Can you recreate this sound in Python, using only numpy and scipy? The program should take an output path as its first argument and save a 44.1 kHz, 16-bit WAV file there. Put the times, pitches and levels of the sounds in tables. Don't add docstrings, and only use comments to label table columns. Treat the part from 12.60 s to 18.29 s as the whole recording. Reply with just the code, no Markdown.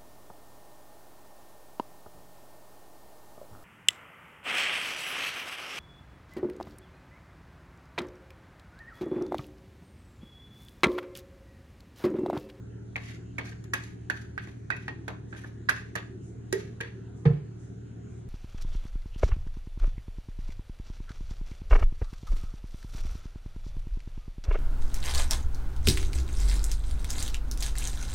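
import sys
import numpy as np
from scipy import signal
from scipy.fft import rfft, irfft, next_fast_len
from scipy.io import wavfile
from scipy.ndimage import uniform_filter1d

SR = 44100
rng = np.random.default_rng(int(sys.argv[2]) if len(sys.argv) > 2 else 0)


def dump_mix(stems):
    frames = np.atleast_2d(stems).T
    limited = np.clip(frames, -1, 1)
    pcm = np.round(limited * 32767).astype(np.int16)
    wavfile.write(sys.argv[1], SR, pcm)


N = 250917
TIME_S = np.arange(N) / SR

# treble crack/dB, low knock/dB (before its offset), wall rush/dB, clang/dB, after-ring f/Hz, after-ring/dB
CONTACTS = [(0.3576, -20.5, 2270, -0.7, -37, -7, -16, -36, 2100, -34),
            (0.362, -36, 2360, -2, -11, -25, -15, -25, 2180, -29),
            (0.487, -40.5, 1960, -4, -19, -18, -5, -28, 1980, -20),
            (0.7821, -27, 2283, 1.5, -14, -2.5, -7.5, -11, 2370, -30),
            (0.7847, -27, 2235, -6, -11, 0, -8.5, -34, 1860, -30),
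            (0.922, -41.5, 1800, -5, -20, -10, -10.5, -26, 1620, -19),
            (1.04, -55, 1440, -2, 10, 3, -1, 1, 1410, -22),
            (1.1349, -16, 1634, -4, -4, -10, -12.5, -7.5, 1653, -18),
            (1.1377, -22, 1680, -6.5, -8, -7, -15, -14, 1600, -24),
            (1.499, -18, 1640, -12, -17.5, -8.5, -16, -32, 1585, -20),
            (1.778, -21.5, 1656, -8.5, -29, -16, -18, -23, 1560, -26),
            (1.872, -46.5, 1890, -3, -6, 8, -3, -6, 1820, -29),
            (2.103, -17.5, 1625, -11.5, -25.5, -9.5, -22, -12, 2520, -23),
            (2.122, -26.5, 1970, -7.5, -44, -11, -28, -21, 1930, -17),
            (2.165, -44, 1590, 10, -8, -1, -9, -23, 2555, -10),
            (2.28, -27.5, 1680, -1.5, -22.5, 1.5, -13.5, -7, 1840, -13),
            (2.48, -27.5, 1580, -3.5, -15, 6, -17, -9.5, 1500, -36),
            (2.727, -34.5, 1595, -9.5, -38, -1, -19.5, -15, 1537, -29),
            (2.748, -41, 1740, -3, -35, -10.5, -13, -15, 1700, -21),
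            (2.760, -42.5, 1630, -7, -19, -18, -17.5, -29, 1580, -23),
            (2.79, -43.5, 1500, -2.5, -13, -17, -13.5, -10.5, 1500, -26),
            (2.837, -40.5, 1660, -1, -15, -11, -36, -20, 1600, -24.5),
            (2.8437, -35, 1660, -2, -22.5, -4, -24, -19.5, 1706, -22),
            (3.0878, -18, 1543, -7.5, -29, -34, -10.5, -5, 1980, -15),
            (3.0925, -9.5, 1596, -9, -9.5, -12.5, -26.5, -18, 1518, -30),
            (3.3536, -25, 1746, -11.5, -4, 2.5, -14.5, -16, 1540, -18),
            (3.36, -27, 1730, -4, -39, -24.5, -8, -5, 1620, -15.5),
            (3.926, -31, 1650, -2, 9.5, 1.5, -3, -6, 1856, -8.5),
            (4.204, -41, 1780, -1.5, -4.5, -2, 4.5, -1, 1643, 2),
            (4.209, -34.5, 2450, 0, -6.5, -17, 0.5, -3.5, 1820, -12),
            (4.653, -45, 1840, -9, -15, 23, 4, -4.5, 1810, -3)]
# f/Hz, density/dB per Hz
WALL = [(530, -43.5), (900, -3), (1100, -15.5), (1530, -0.5), (1650, 7.5), (2510, -1), (3060, -6.5),
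        (3730, -6.5), (4060, -14), (4440, -7), (4790, -21), (5160, -33.5), (5600, -15.5), (6500, -28.5),
        (8450, -70), (14300, -120)]
# f/Hz, density/dB per Hz
CRACK = [(2500, -29), (3500, -9), (5300, -7), (7000, -2), (8500, -9.5), (10500, 0), (11800, -2.5),
         (13000, -45)]
# f/Hz, level/dB, t60/s
TONGS = [(835, -10.5, 0.027), (1110, -10.5, 0.048), (1250, -7, 0.06), (1820, -11, 0.11),
         (1980, -8.5, 0.037), (2313, -4, 0.05), (2556, -10.5, 0.1), (2790, -13, 0.08), (3000, -13, 0.0088),
         (3426, -10.5, 0.029), (3737, -11, 0.022), (4400, -20, 0.023), (4830, -9.5, 0.012),
         (5880, -17, .03)]
# start t/s, held/s, level/dB, hiss re level/dB, hollow f/Hz
RUBS = [(0.384, 0.12, -49.5, -5, 2010), (0.817, 0.086, -54.5, -0.5, 1630), (1.169, 0.11, -54.5, -2, 1680),
        (1.53, 0.028, -47.5, -4.5, 1577), (1.81, 0.047, -53, -0.5, 1616), (2.125, 0.13, -61.5, -4.5, 2170),
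        (2.5, 0.033, -70, -22, 1640), (2.75, 0.044, -51, -1, 1677), (3.115, 0.045, -45, -5.5, 1820),
        (3.95, 0.051, -49.5, -5.5, 1622), (4.225, 0.058, -55.5, -20, 1680),
        (4.665, 0.063, -56.5, -16, 1846)]
# f/Hz, density/dB per Hz
HISS = [(2000, -14.5), (3000, -2.5), (4300, -1.5), (5100, -5.5), (6300, 1.5), (7800, -4.5), (9500, -6.5),
        (11300, 3), (11900, -30.5)]
# t/s, level/dB, push/ms, pitch ratio
RIM_KNOCKS = [(3.928, -8.5, 1.5, 1.0), (4.207, -24, 1.64, 1.19)]
# f/Hz, level/dB, t60/s, polarity
RIM = [(364, -19.5, 0.066, 1), (387.6, -15.5, 0.18, 1), (425.6, -17.5, 0.2, -1), (449, -12, 0.035, 1),
       (496, -38.5, 0.42, 1)]
# t/s, level/dB, push/ms, pitch ratio
SET_DOWN = [(4.655, -6.5, 2.74, 0.98), (4.703, -26.5, 2.05, 0.86)]
# f/Hz, level/dB, t60/s, polarity
WORKTOP = [(56, -28.5, 0.12, -1), (70.8, -21, 0.4, -1), (91, -27, 0.19, 1), (121.4, -12.5, 0.36, 1),
           (149.5, -3, 0.34, -1), (178.5, -11, 0.28, 1), (221, -26.5, 0.29, 1), (338, -30.5, 0.39, -1),
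           (472, -9.5, 0.19, 1), (491.5, -11.5, 0.11, 1), (570, -12, 0.038, -1), (851, -1.5, 0.14, 1),
           (980, -15, 0.088, -1)]
# start t/s, held/s, level/dB
RUSTLE = [(2.671, 0.053, -64.5), (3.602, 0.086, -64), (4.54, 0.049, -66), (4.968, 0.081, -65),
          (5.47, 0.13, -68)]
# multiple, level/dB, lower throb sideband/dB, upper throb sideband/dB
HUM = [(1, -60, -92, -89.5), (2, -51.5, -81, -82), (3, -44.5, -62.5, -56.5), (4, -76.5, -74, -76),
       (5, -56, -57, -92.5), (6, -70.5, -81, -82), (7, -69.5, -81, -60.5)]
# f/Hz, density/dB per Hz
AIR_MID = [(15, -60), (25, -22), (48, -9.5), (59, -12.5), (117, -7), (148, -8.5), (278, -14), (361, -12.5),
           (390, -10.5), (563, -35.5), (690, -30.5), (860, -37.5), (1200, -39.5), (1450, -34), (2400, -45),
           (4000, -47), (5000, -57), (6800, -45), (8000, -59.5), (13000, -85)]
# f/Hz, density/dB per Hz
AIR_SIDE = [(15, -85), (25, -43), (64, -4.5), (144, -1.5), (237, -2), (270, 4.5), (534, -9.5), (658, -11),
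            (1200, -22.5), (1560, -20.5), (3610, -35.5), (8550, -27), (13000, -68)]

AIR_MID_DB, AIR_SIDE_DB = -48, -54
TAP_LAG_MS, TAP_LAG_MS_PER_DB = 0.12, -0.01
CHATTER_MS, TAP_ROOM_DB = 3.5, -4
LOW_KNOCK_OFFSET_DB = -10.5
AFTER_RING_T60_S, AFTER_RING_WIDTH = 0.17, 0.022
CLATTER_DB, CLATTERS_PER_S = 4, 250
CLANG_SCATTER_DB = 2.5
SLIDE_ATTACK_S, SLIDE_SAG_DB_PER_S, SLIDE_RELEASE_DB_PER_S = 0.046, 28, 188
SLIDE_BRIGHTEN_DB_PER_S, SLIDE_CLANG_DB = 1, -6.5
WALL_PEAK_HZ = 1650
SCUFF_DB, SCUFFS_PER_S = 4.5, 90
GRITTY_DB, GRAINS_PER_S = 3, 500
UNEVEN_T60_S = 0.05
RUSTLE_ATTACK_S, RUSTLE_RELEASE_DB_PER_S = 0.04, 156
ROOM_T60_S, ROOM_TREBLE_T60_S, ROOM_DB = 0.36, 0.15, -6
HUM_HZ, THROB_HZ, THROB_RAD = 38.02, 14.33, -1.3
TOP_HZ = 12600


def contacts():
    direct, sent = np.zeros((2, N)), np.zeros(N)
    clatter = unit(undb(CLATTER_DB * walk(CLATTERS_PER_S)))
    t = np.arange(int(0.2 * SR)) / SR
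    fade = np.exp(-t * 1000 / CHATTER_MS)
    rise = 1 - np.exp(-t / 0.00048)
    for s, db, hz, pan_db, crack_db, low_db, wall_db, clang_db, after_hz, after_db in CONTACTS:
        hollow = hollow_ring(t, hz, fade)
        after = after_ring(t, after_hz) * undb(after_db)
        wall = unit(coloured(WALL, (2, len(t)))) * undb(wall_db - 60 * t / 0.14)
        crack = unit(coloured(CRACK, (2, len(t)))) * undb(crack_db)
        crack = crack * (fade + 0.53 * undb(-60 * t / 0.033))
        knock = unit(band(rng.standard_normal((2, len(t))), 110, 1200))
        knock = knock * undb(low_db + LOW_KNOCK_OFFSET_DB - 60 * t / 0.13)
        steel = undb(clang_db) * clang(t)

        body = (hollow + rise * after) * undb(np.array([[pan_db], [-pan_db]]) / 2)
        grains = clatter[int(s * SR):][:len(t)]
        rush = rise * ((wall + crack) * grains + knock + steel)
        sound = (body + rush) * undb(db)
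        lag_ms = max(TAP_LAG_MS + TAP_LAG_MS_PER_DB * pan_db, 0)
        add(direct[0], s + lag_ms / 1000, sound[0])
        add(direct[1], s, sound[1])
        add(sent, s, (0.59 * body[1] + rush[1]) * undb(db + TAP_ROOM_DB))
    return direct, sent


def hollow_ring(t, hz, fade):
    chatter = rng.standard_normal(len(t)) ** 3 * fade * 0.03
    chatter[0] = 1
    cycle = (1 - np.exp(-t / 0.0024)) * np.sin(2 * np.pi * hz * t) * undb(-60 * t / 0.0081)
    hollow = signal.fftconvolve(chatter, cycle)[:len(t)]
    return hollow / np.abs(hollow).max()


def after_ring(t, hz):
    cluster = 0
    for off, turn in rng.standard_normal((4, 2)):
        mode_hz = hz * (1 + AFTER_RING_WIDTH * off)
        cluster = cluster + np.sin(2 * np.pi * mode_hz * t + 2 * np.pi * turn)
    return cluster * undb(-60 * t / AFTER_RING_T60_S)


def clang(t):
    hz, db, t60_s = np.transpose(TONGS)[:, :, None]
    strength, detune, phase = rng.standard_normal((3, len(TONGS), 1))
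    turn = 3 * phase + 0.4 * rng.standard_normal((2, len(TONGS), 1))
    gain = undb(db + CLANG_SCATTER_DB * strength - 60 * t / t60_s)
    return np.sum(gain * np.sin(2 * np.pi * hz * (1 + 0.022 * detune) * t + turn), axis=1)


def rubs():
    slip = undb(0.78 * walk(98) + SCUFF_DB * walk(SCUFFS_PER_S))
    grit = rng.standard_normal((2, N)) * undb(3.2 * rng.exponential(size=(2, N))) * slip
    hiss = unit(coloured(HISS, (2, N)) * undb(GRITTY_DB * walk(GRAINS_PER_S))) * slip
    out, ring_s = np.zeros((2, N)), np.arange(int(0.12 * SR)) / SR
    for s, held_s, db, bright_db, hz in RUBS:
        span, age_s, gain = stroke(s, held_s, SLIDE_ATTACK_S, SLIDE_SAG_DB_PER_S, SLIDE_RELEASE_DB_PER_S)
        hollow = unit(band(grit[:, span], 0.98 * hz, 1.02 * hz))
        place = np.array(WALL) * [hz / WALL_PEAK_HZ, 1]
        response = coloured(place, (2, len(ring_s))) * undb(-60 * ring_s / 0.1)
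        wall = excited(grit[:, span], response)
        steel = excited(grit[:, span], clang(ring_s))
        random_ring = rng.standard_normal(len(ring_s)) * undb(-60 * ring_s / UNEVEN_T60_S)
        uneven = excited(hiss[:, span], random_ring[None])
        treble = (uneven + hiss[:, span]) / np.sqrt(2)
        treble = treble * undb(bright_db + SLIDE_BRIGHTEN_DB_PER_S * age_s)
        out[:, span] += undb(db) * gain * (0.45 * hollow + wall + undb(SLIDE_CLANG_DB) * steel + treble)
    return out


def excited(force, response):
    return unit(signal.fftconvolve(force, response, axes=1)[:, :force.shape[-1]])


def stroke(start_s, held_s, attack_s, sag_db_per_s, release_db_per_s):
    span = slice(int(start_s * SR), min(int((start_s + 0.4) * SR), N))
    age_s = TIME_S[span] - start_s
    db = -sag_db_per_s * np.minimum(age_s, held_s) - release_db_per_s * np.maximum(age_s - held_s, 0)
    return span, age_s, np.clip(age_s / attack_s, 0, 1) * undb(db)


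def rim_knocks():
    return blows(RIM_KNOCKS, RIM)


def set_down():
    return blows(SET_DOWN, WORKTOP)


def blows(table, modes):
    out, t = np.zeros(N), np.arange(int(0.6 * SR)) / SR
    for s, db, push_ms, pitch in table:
        push = np.hanning(int(push_ms * SR / 1000) + 3)
        add(out, s, signal.fftconvolve(ring(modes, t, pitch), push / push.sum()) * undb(db))
    return out


def ring(modes, t, pitch):
    hz, db, t60_s, sign = np.transpose(modes)[:, :, None]
    decay = np.sign(sign) * undb(db - 60 * t / t60_s)
    return np.sum(decay * np.sin(2 * np.pi * pitch * hz * t), axis=0)


def sleeves():
    cloth, out = unit(band(rng.standard_normal((2, N)), 6000, 8800)), np.zeros((2, N))
    for s, held_s, db in RUSTLE:
        span, _, gain = stroke(s, held_s, RUSTLE_ATTACK_S, 0, RUSTLE_RELEASE_DB_PER_S)
        out[:, span] += undb(db) * gain * cloth[:, span]
    return out


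def kitchen(x):
    t = np.arange(int(0.7 * SR)) / SR
    noise = rng.standard_normal((2, len(t)))
    tail = band(noise, 280, 6600) * undb(-60 * t / ROOM_T60_S)
    tail = tail + band(noise, 3200, 15000) * undb(-60 * t / ROOM_TREBLE_T60_S)
    tail = tail * (1 - np.exp(-t / 0.00048))
    tail = tail / np.sqrt(np.sum(tail[0] ** 2))
    return signal.fftconvolve(x[None], tail, axes=1)[:, :N] * undb(ROOM_DB)


def hum():
    throb, out = 2 * np.pi * THROB_HZ * TIME_S + THROB_RAD, 0
    for k, db, lower_db, upper_db in HUM:
        turn = 2 * np.pi * k * HUM_HZ * TIME_S + 0.12 * walk(17.0)
        tone = undb(db) * np.sin(turn)
        lower = undb(lower_db) * np.sin(turn - throb)
        upper = undb(upper_db) * np.sin(turn + throb)
        out = out + undb(0.24 * walk(17.0)) * (tone + lower + upper)
    return np.sqrt(2) * out


def air():
    mid = undb(AIR_MID_DB) * wavering(AIR_MID, flicker_db=2.55)
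    side = undb(AIR_SIDE_DB) * wavering(AIR_SIDE, flicker_db=0.9)
    return mid + side * np.array([[1], [-1]])


def wavering(spectrum, flicker_db):
    size = next_fast_len(N)
    noise, hz = shaped(spectrum, (size,))
    third = np.clip((3 * np.log2(hz / 40)).astype(int), 0, 24)
    out = 0
    for k in range(25):
        out = out + irfft(noise * (third == k), size)[:N] * undb(flicker_db * walk(12.0))
    return unit(out)


def opposed(pair, from_hz=7000, cut=0.73):
    mid = pair.mean(axis=0)
    low = signal.sosfiltfilt(signal.butter(3, from_hz, fs=SR, output="sos"), mid)
    return pair - cut * (mid - low)


def shaped(spectrum, shape):
    hz = np.fft.rfftfreq(shape[-1], 1 / SR) + 1
    at_hz, db = np.transpose(spectrum)
    return rfft(rng.standard_normal(shape)) * undb(np.interp(np.log(hz), np.log(at_hz + 1), db)), hz


def coloured(spectrum, shape):
    return irfft(shaped(spectrum, shape)[0], shape[-1])


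def walk(rate_hz):
    k = int(SR / rate_hz)
    steps = np.repeat(rng.standard_normal(N // k + 1), k)
    return unit(uniform_filter1d(uniform_filter1d(steps, k), k)[:N])


def band(x, lo_hz, hi_hz):
    edges_hz = [lo_hz, min(hi_hz, 0.45 * SR)]
    return signal.sosfilt(signal.butter(2, edges_hz, "band", fs=SR, output="sos"), x)


def undb(db):
    return 10 ** (np.asarray(db, float) / 20)


def unit(x):
    return x / np.sqrt(np.mean(x ** 2))


def add(out, s, sound):
    i = int(s * SR)
    out[..., i:i + sound.shape[-1]] += sound[..., :N - i]


def scene():
    direct, sent = contacts()
    rub, rim, thud = rubs(), rim_knocks(), set_down()
    to_room = sent + undb(-2.5) * rub[1] + undb(1.5) * rim + band(thud, 300, 3000)
    near = direct + rub + sleeves() + kitchen(to_room)
    low = rim * np.array([[0.4], [1.6]]) + thud * undb(np.array([[-1.1], [1.1]]))
    return opposed(near) + low + hum() + air()


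def record(dry):
    dry = signal.sosfilt(signal.butter(2, 45, "high", fs=SR, output="sos"), dry)
    return signal.sosfilt(signal.ellip(10, 0.2, 80, TOP_HZ, fs=SR, output="sos"), dry)


dry = scene()
out = record(dry)
dump_mix(out)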